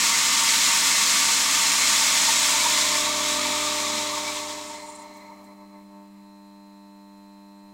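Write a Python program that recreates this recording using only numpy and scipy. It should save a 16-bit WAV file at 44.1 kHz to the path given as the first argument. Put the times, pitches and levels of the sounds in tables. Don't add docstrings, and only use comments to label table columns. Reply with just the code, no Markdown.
import sys
import numpy as np
from scipy import signal
from scipy.fft import rfft, irfft
from scipy.io import wavfile

SR = 44100
rng = np.random.default_rng(int(sys.argv[2]) if len(sys.argv) > 2 else 0)


def digitize_waveform(pressure):
    field = np.atleast_2d(pressure).T
    bounded = np.clip(field, -1, 1)
    quanta = np.round(bounded * 32767).astype(np.int16)
    wavfile.write(sys.argv[1], SR, quanta)


N = 340893
T = np.arange(N) / SR
HZ = np.maximum(np.fft.rfftfreq(N, 1 / SR), 1)

# t/s, speed/(turns/s)
SHAFT_SPEED = [(0, 46.7), (2, 46.5), (2.5, 46), (3, 44.9), (3.5, 42.7), (3.8, 39.5), (4, 37), (4.2, 33.8),
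               (4.5, 27.5), (5, 17.5), (5.45, 10.5), (5.68, 7.1), (5.86, 4.7), (6.1, 2.2), (6.27, 0)]
# t/s, level/dB
FLOW_LEVEL = [(0, -25), (1.05, -25.5), (1.48, -26), (1.73, -24.5), (2.78, -27), (2.9, -30), (3.35, -32),
              (3.95, -34.5), (4.25, -36.5), (4.5, -41), (4.74, -48), (4.82, -53.5), (5.2, -64.5),
              (5.5, -75)]
# t/s, level above the flow/dB
GUSHES = [(4.29, 1), (4.37, 2.5), (4.5, 1.6)]
# t/s, level/dB
MOTOR_STRAIN = [(0, -32), (2, -17), (2.5, -9), (3, -3), (3.5, -1.5), (4, -2), (4.5, -6), (5.5, -24),
                (5.95, -30), (6.3, -43)]
# f/Hz, level/dB
RUSH_SPECTRUM = [(600, -23), (850, -18), (1300, -11.5), (1600, -2.5), (1850, -3.5), (2300, -3.5),
                 (2900, -0.5), (3800, -3), (5000, -1.16), (6800, 0.5), (7800, -1.5), (9500, -12),
                 (12000, -20), (15500, -23)]
# f/Hz, width/Hz, level/dB
PIPE_PEAKS = [(1432, 35, -6.5), (1436, 185, 8), (1480, 26, -13.5), (1590, 56, -10), (1708, 59, -4),
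              (1780, 54, 1), (2585, 50, 4), (2594, 35, -4), (2750, 83, 5), (2815, 106, -10.5),
              (3475, 15, 4.5), (3855, 27, 7.5), (4180, 21, 4.5), (4180, 12, 2), (4540, 35, 5),
              (4200, 44.4, 5.5), (4460, 260, -2.5), (4820, 180, 1), (5250, 22, 1), (5220, 27, 8),
              (6005, 21.5, -7), (6060, 22, 0), (6840, 86, -1), (6520, 260, -2.5), (6675, 77, 4.5),
              (7740, 44.2, 7.5), (7980, 62.5, -9.5), (8400, 67, 1.5)]
# f/Hz, width/Hz, level/dB
THROAT_MODES = [(3680, 570, -4), (2320, 99, -2)]
# f/Hz, width/Hz, level/dB
VANE_PEAKS = [(257, 8.8, 12), (225.2, 19, 20)]
# f/Hz, level/dB
CHURN_SPECTRUM = [(30, -25), (80, -13), (120, -13), (155, -5), (175, -3.5), (235, 7), (340, 1), (430, -8),
                  (480, 2), (515, -11.5), (570, 2), (700, 2), (850, 0.5), (1100, -20.5)]
# f/Hz, width/Hz, level/dB
LOW_MODES = [(920, 21, 4.5), (988, 32.5, -3.5)]
MID_MODES = [(1134, 91, 9.5), (1173, 95, 8)]
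HIGH_MODES = [(1861, 160, -1.5), (2061, 78, 6), (2164, 91, 4), (2603, 31, -9.5), (4126, 91, 1.5)]
STATOR_MODES = [(4060, 78, 0)]
# level from full flow/dB, level from full-speed rubbing/dB,
# exponent of speed, swing in a slow turn/dB, waver/dB, level of the last scrape/dB
MODE_DRIVE = [(-39, -41, .6, 4.5, 1.2, -70), (-35, -48, 1.1, 0.5, 1, -68),
              (-33.5, -41, 1.43, 0.5, 1.5, -72), (-58, -46, 3.6, 4.5, 2.0, -90)]
# harmonic number, level/dB
RUNNING_HUM = [(1, -64.5), (2, -51), (3, -63.5)]
STRAINED_HUM = [(1, -55.5), (3, -40.5), (4, -46.5), (6, -35.5), (7, -58.5), (8, -51.5), (9, -42),
                (10, -45.5), (11, -44), (13, -49.5), (41, -45)]
STALLED_HUM = [(1, -80.5), (2, -50), (3, -54.5), (4, -70), (5, -79.5), (6, -63), (7, -71.5), (8, -74),
               (9, -58), (10, -64.5), (11, -69.5), (12, -75.2), (13, -76.5), (14, -80.5), (15, -84),
               (16, -79.5), (17, -81), (18, -78), (19, -75.5), (20, -84.5), (21, -79.5), (22, -85),
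               (23, -87.5), (24, -79.5), (25, -82.5), (26, -76.5), (27, -85.5), (38, -78), (39, -87),
               (40, -79.5), (41, -66.5), (42, -99.5), (46, -88), (53, -87.3)]
# f/Hz, level/dB
AIR_SPECTRUM = [(30, 17), (60, 10.5), (230, 11), (350, 5.5), (900, 9), (1500, 2), (5000, 3.5), (6000, 0),
                (7300, 4.5), (9000, -.5), (15500, -3)]
# t/s, f/Hz, level/dB
BUBBLES = [(1.84, 2140, -33), (2.025, 905, -30), (2.075, 2170, -32), (2.295, 911, -25), (2.55, 894, -33),
           (2.61, 2260, -29), (2.665, 960, -25.5), (4.05, 1180, -36), (4.141, 1170, -34),
           (4.288, 2295, -34.5)]
# f/Hz, level/dB
SEEP_SPECTRUM = [(5000, -32), (6400, -14), (7000, 14), (7800, 11), (9200, 8.5), (11000, -10), (15500, -20)]
# t/s, hiss level/dB, tick level/dB
SPURTS = [(5.139, -57, -66), (5.168, -65, -54), (5.441, -62, -61)]
# f/Hz, level/dB
TICK_SPECTRUM = [(2000, -15), (5000, 1), (9000, -1), (15500, 3)]

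FULL_SPEED, FULL_FLOW_DB = SHAFT_SPEED[0][1], -25.5
PULL_HZ = 99.98


def from_db(db):
    return 10 ** (np.asarray(db) / 20)


def rms_one(x):
    return x / np.sqrt(np.mean(x ** 2) + 1e-20)


def in_time(rows):
    return np.interp(T, *np.transpose(rows))


def speed_db(speed):
    return 20 * np.log10(speed / FULL_SPEED + 1e-6)


def swell(at_s, half_s):
    return np.exp(-np.minimum(((T - at_s) / half_s) ** 2, 50))


def white():
    return rng.standard_normal(N)


def drift(rate_hz):
    step, settle = 40, 2000
    pole = np.exp(-2 * np.pi * rate_hz * step / SR)
    noise = rng.standard_normal(N // step + settle + 2)
    slow = signal.lfilter([1], [1, -2 * pole, pole * pole], noise)[settle:]
    return np.interp(np.arange(N) / step, np.arange(len(slow)), rms_one(slow))


def peak_db(hz, peaks):
    return sum(db / (1 + (2 * (hz - centre) / width) ** 2) for centre, width, db in peaks)


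def colour(x, spectrum, peaks=()):
    hz, db = np.transpose(spectrum)
    gain_db = np.interp(np.log(HZ), np.log(hz), db) + peak_db(HZ, peaks)
    return rms_one(irfft(rfft(x) * from_db(gain_db), N))


def resonate(x, modes):
    response = 0
    for hz, width, db in modes:
        detuning = (HZ / hz - hz / HZ) * hz / (np.pi / 2 * width)
        response = response + from_db(db) / (1 + 1j * detuning) ** 2
    return rms_one(irfft(rfft(x) * response, N))


def pit(x, t60_s=.25):
    t = T[:SR // 4]
    echoes = rng.standard_normal(len(t)) * from_db(-60 * t / t60_s)
    return x + .33 * signal.fftconvolve(x, echoes / np.linalg.norm(echoes))[:N]


def water(angle, flow_db, pressure_db, body_db=-21, spray_db=-31.5, spray_above_hz=9000):
    turbulence = pit(white() * from_db(.5 * drift(39.4) + .13 * np.cos(angle)))
    rush = colour(turbulence, RUSH_SPECTRUM, PIPE_PEAKS)
    treble = irfft(rfft(rush) / (1 + (spray_above_hz / HZ) ** 8), N)
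    throat_ring = resonate(colour(white(), RUSH_SPECTRUM, PIPE_PEAKS), THROAT_MODES)
    throat = from_db(-4.5 + .84 * pressure_db) * throat_ring
    body = from_db(body_db + flow_db) * (rush - treble + throat)
    spray = from_db(spray_db + 1.16 * flow_db) * rms_one(treble)
    surge = from_db(.63 * drift(4.1))
    return (body + spray) * surge


def impeller(speed, angle, strain_db, vanes=6):
    slowed_db = speed_db(speed)
    fade_db = 3 * (speed - FULL_SPEED)
    pull_phase = 2 * np.pi * PULL_HZ * T
    vane = (-50 + 7.3 * slowed_db + peak_db(vanes * speed, VANE_PEAKS), vanes * angle)
    overtone = (-56 + fade_db, 2 * vanes * angle)
    sideband = (-55 + fade_db, vanes * angle + 2 * pull_phase)
    slot = (-40.5 + .46 * strain_db + fade_db, 6 * pull_phase + angle)
    partials = (vane, overtone, sideband, slot)
    tones = sum(from_db(db) * np.sin(phase + .5 * drift(8)) for db, phase in partials)
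    unbalance = from_db(-58 + 2.5 * slowed_db) * np.sin(angle)
    return np.sqrt(2) * (tones + unbalance)


def churn(speed, full_speed_db=-45.5):
    slowed_db = speed_db(speed)
    lumps_db = 2 * (1 - from_db(slowed_db) ** 2) * drift(4.2)
    return from_db(full_speed_db + 1.14 * slowed_db + lumps_db) * colour(white(), CHURN_SPECTRUM)


def housing(speed, angle, flow_db):
    slow = 1 / (1 + (speed / 11) ** 4)
    last_scrape = swell(at_s=6.19, half_s=.075)
    out = 0
    for row, modes in zip(MODE_DRIVE, (LOW_MODES, MID_MODES, HIGH_MODES, STATOR_MODES)):
        water_db, rub_db, exponent, swing_db, waver_db, scrape_db = row
        drag = from_db(rub_db + exponent * speed_db(speed) + slow * swing_db * (np.cos(angle) - 3.5))
        friction = drag + from_db(scrape_db) * last_scrape
        drive = np.hypot(from_db(water_db + flow_db), friction)
        out = out + drive * from_db(waver_db * drift(6.5)) * resonate(white(), modes)
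    return out


def hum(speed, angle, strain_db, wobble_centre_hz=800, whine_above_hz=3000):
    phases = 1.2 * rng.standard_normal(64)
    turning = np.tanh(speed)
    slow = 1 / (1 + (speed / 12) ** 2)
    turn_swing = turning * (.26 + .3 * slow) * np.cos(angle)
    pole_swing = turning * slow * .2 * (1 + np.cos(2 * angle))
    running = from_db(2.5) * (1 - 1 / (1 + (speed / 36) ** 6.3))
    strained = from_db(strain_db)
    stalled = 1 / (1 + (speed / 16) ** 3.1)
    whine = from_db(-5 * turning)
    out = 0
    for level, harmonics in ((running, RUNNING_HUM), (strained, STRAINED_HUM), (stalled, STALLED_HUM)):
        for k, db in harmonics:
            hz = k * PULL_HZ
            swing = pole_swing if k == 2 else turn_swing / (1 + np.log2(hz / wobble_centre_hz) ** 2)
            gain = from_db(db) * (whine if hz > whine_above_hz else 1)
            out = out + level * gain * (1 + swing) * np.cos(2 * np.pi * hz * T + phases[k])
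    return np.sqrt(2) * out


def still_air(level_db=-64.5):
    return from_db(level_db) * colour(white(), AIR_SPECTRUM)


def gurgle(flow_db, strain_db, rest_hz=803, squeeze_hz=458.3, wander_hz=30, width_hz=50):
    hz = rest_hz + squeeze_hz * from_db(strain_db) + wander_hz * drift(8.04)
    phase = 2 * np.pi * np.cumsum(hz) / SR
    narrow_noise = drift(width_hz) * np.cos(phase) + drift(width_hz) * np.sin(phase)
    return from_db(-28 + flow_db + strain_db) * narrow_noise


def glugs(rise_per_s=.33):
    wobble = .54 * drift(45)
    out = 0
    for at_s, hz, db in BUBBLES:
        age = T - at_s
        phase = 2 * np.pi * hz * age * (1 + rise_per_s * age / 2)
        out = out + from_db(db) * swell(at_s, half_s=.016) * np.sin(phase + wobble)
    return np.sqrt(2) * out


def valve(peak_s=4.72, shut_s=5.025, rise_db_per_s=31, shut_t60_s=.18, spurt_t60_s=.17, tick_t60_s=.1):
    rise_db = -rise_db_per_s * np.maximum(peak_s - T, 0)
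    shut_db = -60 * np.maximum(T - shut_s, 0) / shut_t60_s
    sputter_db = 3 * drift(35)
    hiss = from_db(-51.5 + rise_db + shut_db + sputter_db)
    ticks = 0
    for at_s, hiss_db, tick_db in SPURTS:
        hiss = hiss + (T > at_s) * from_db(hiss_db - 60 * np.abs(T - at_s) / spurt_t60_s)
        ticks = ticks + (T > at_s) * from_db(tick_db - 60 * np.abs(T - at_s) / tick_t60_s)
    return hiss * colour(white(), SEEP_SPECTRUM) + ticks * colour(white(), TICK_SPECTRUM)


def scene(tight_spot_s=5.975, drain_db_per_s=35):
    speed, strain_db = in_time(SHAFT_SPEED), in_time(MOTOR_STRAIN)
    gush_db = sum(db * swell(at_s, half_s=.025) for at_s, db in GUSHES)
    drained_db = drain_db_per_s * np.maximum(T - FLOW_LEVEL[-1][0], 0)
    flow_db = in_time(FLOW_LEVEL) - FULL_FLOW_DB + gush_db - drained_db
    pressure_db = strain_db + 1.4 * gush_db
    angle = 2 * np.pi * np.cumsum(speed) / SR
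    angle -= np.interp(tight_spot_s, T, angle)
    mix = water(angle, flow_db, pressure_db) + impeller(speed, angle, strain_db) + churn(speed)
    mix += housing(speed, angle, flow_db) + hum(speed, angle, strain_db) + still_air()
    mix += gurgle(flow_db, strain_db) + glugs() + valve()
    return np.tile(mix, (2, 1))


def record(dry):
    return signal.sosfilt(signal.ellip(12, .1, 80, 15800, fs=SR, output="sos"), dry)


dry = scene()
out = record(dry)
digitize_waveform(out)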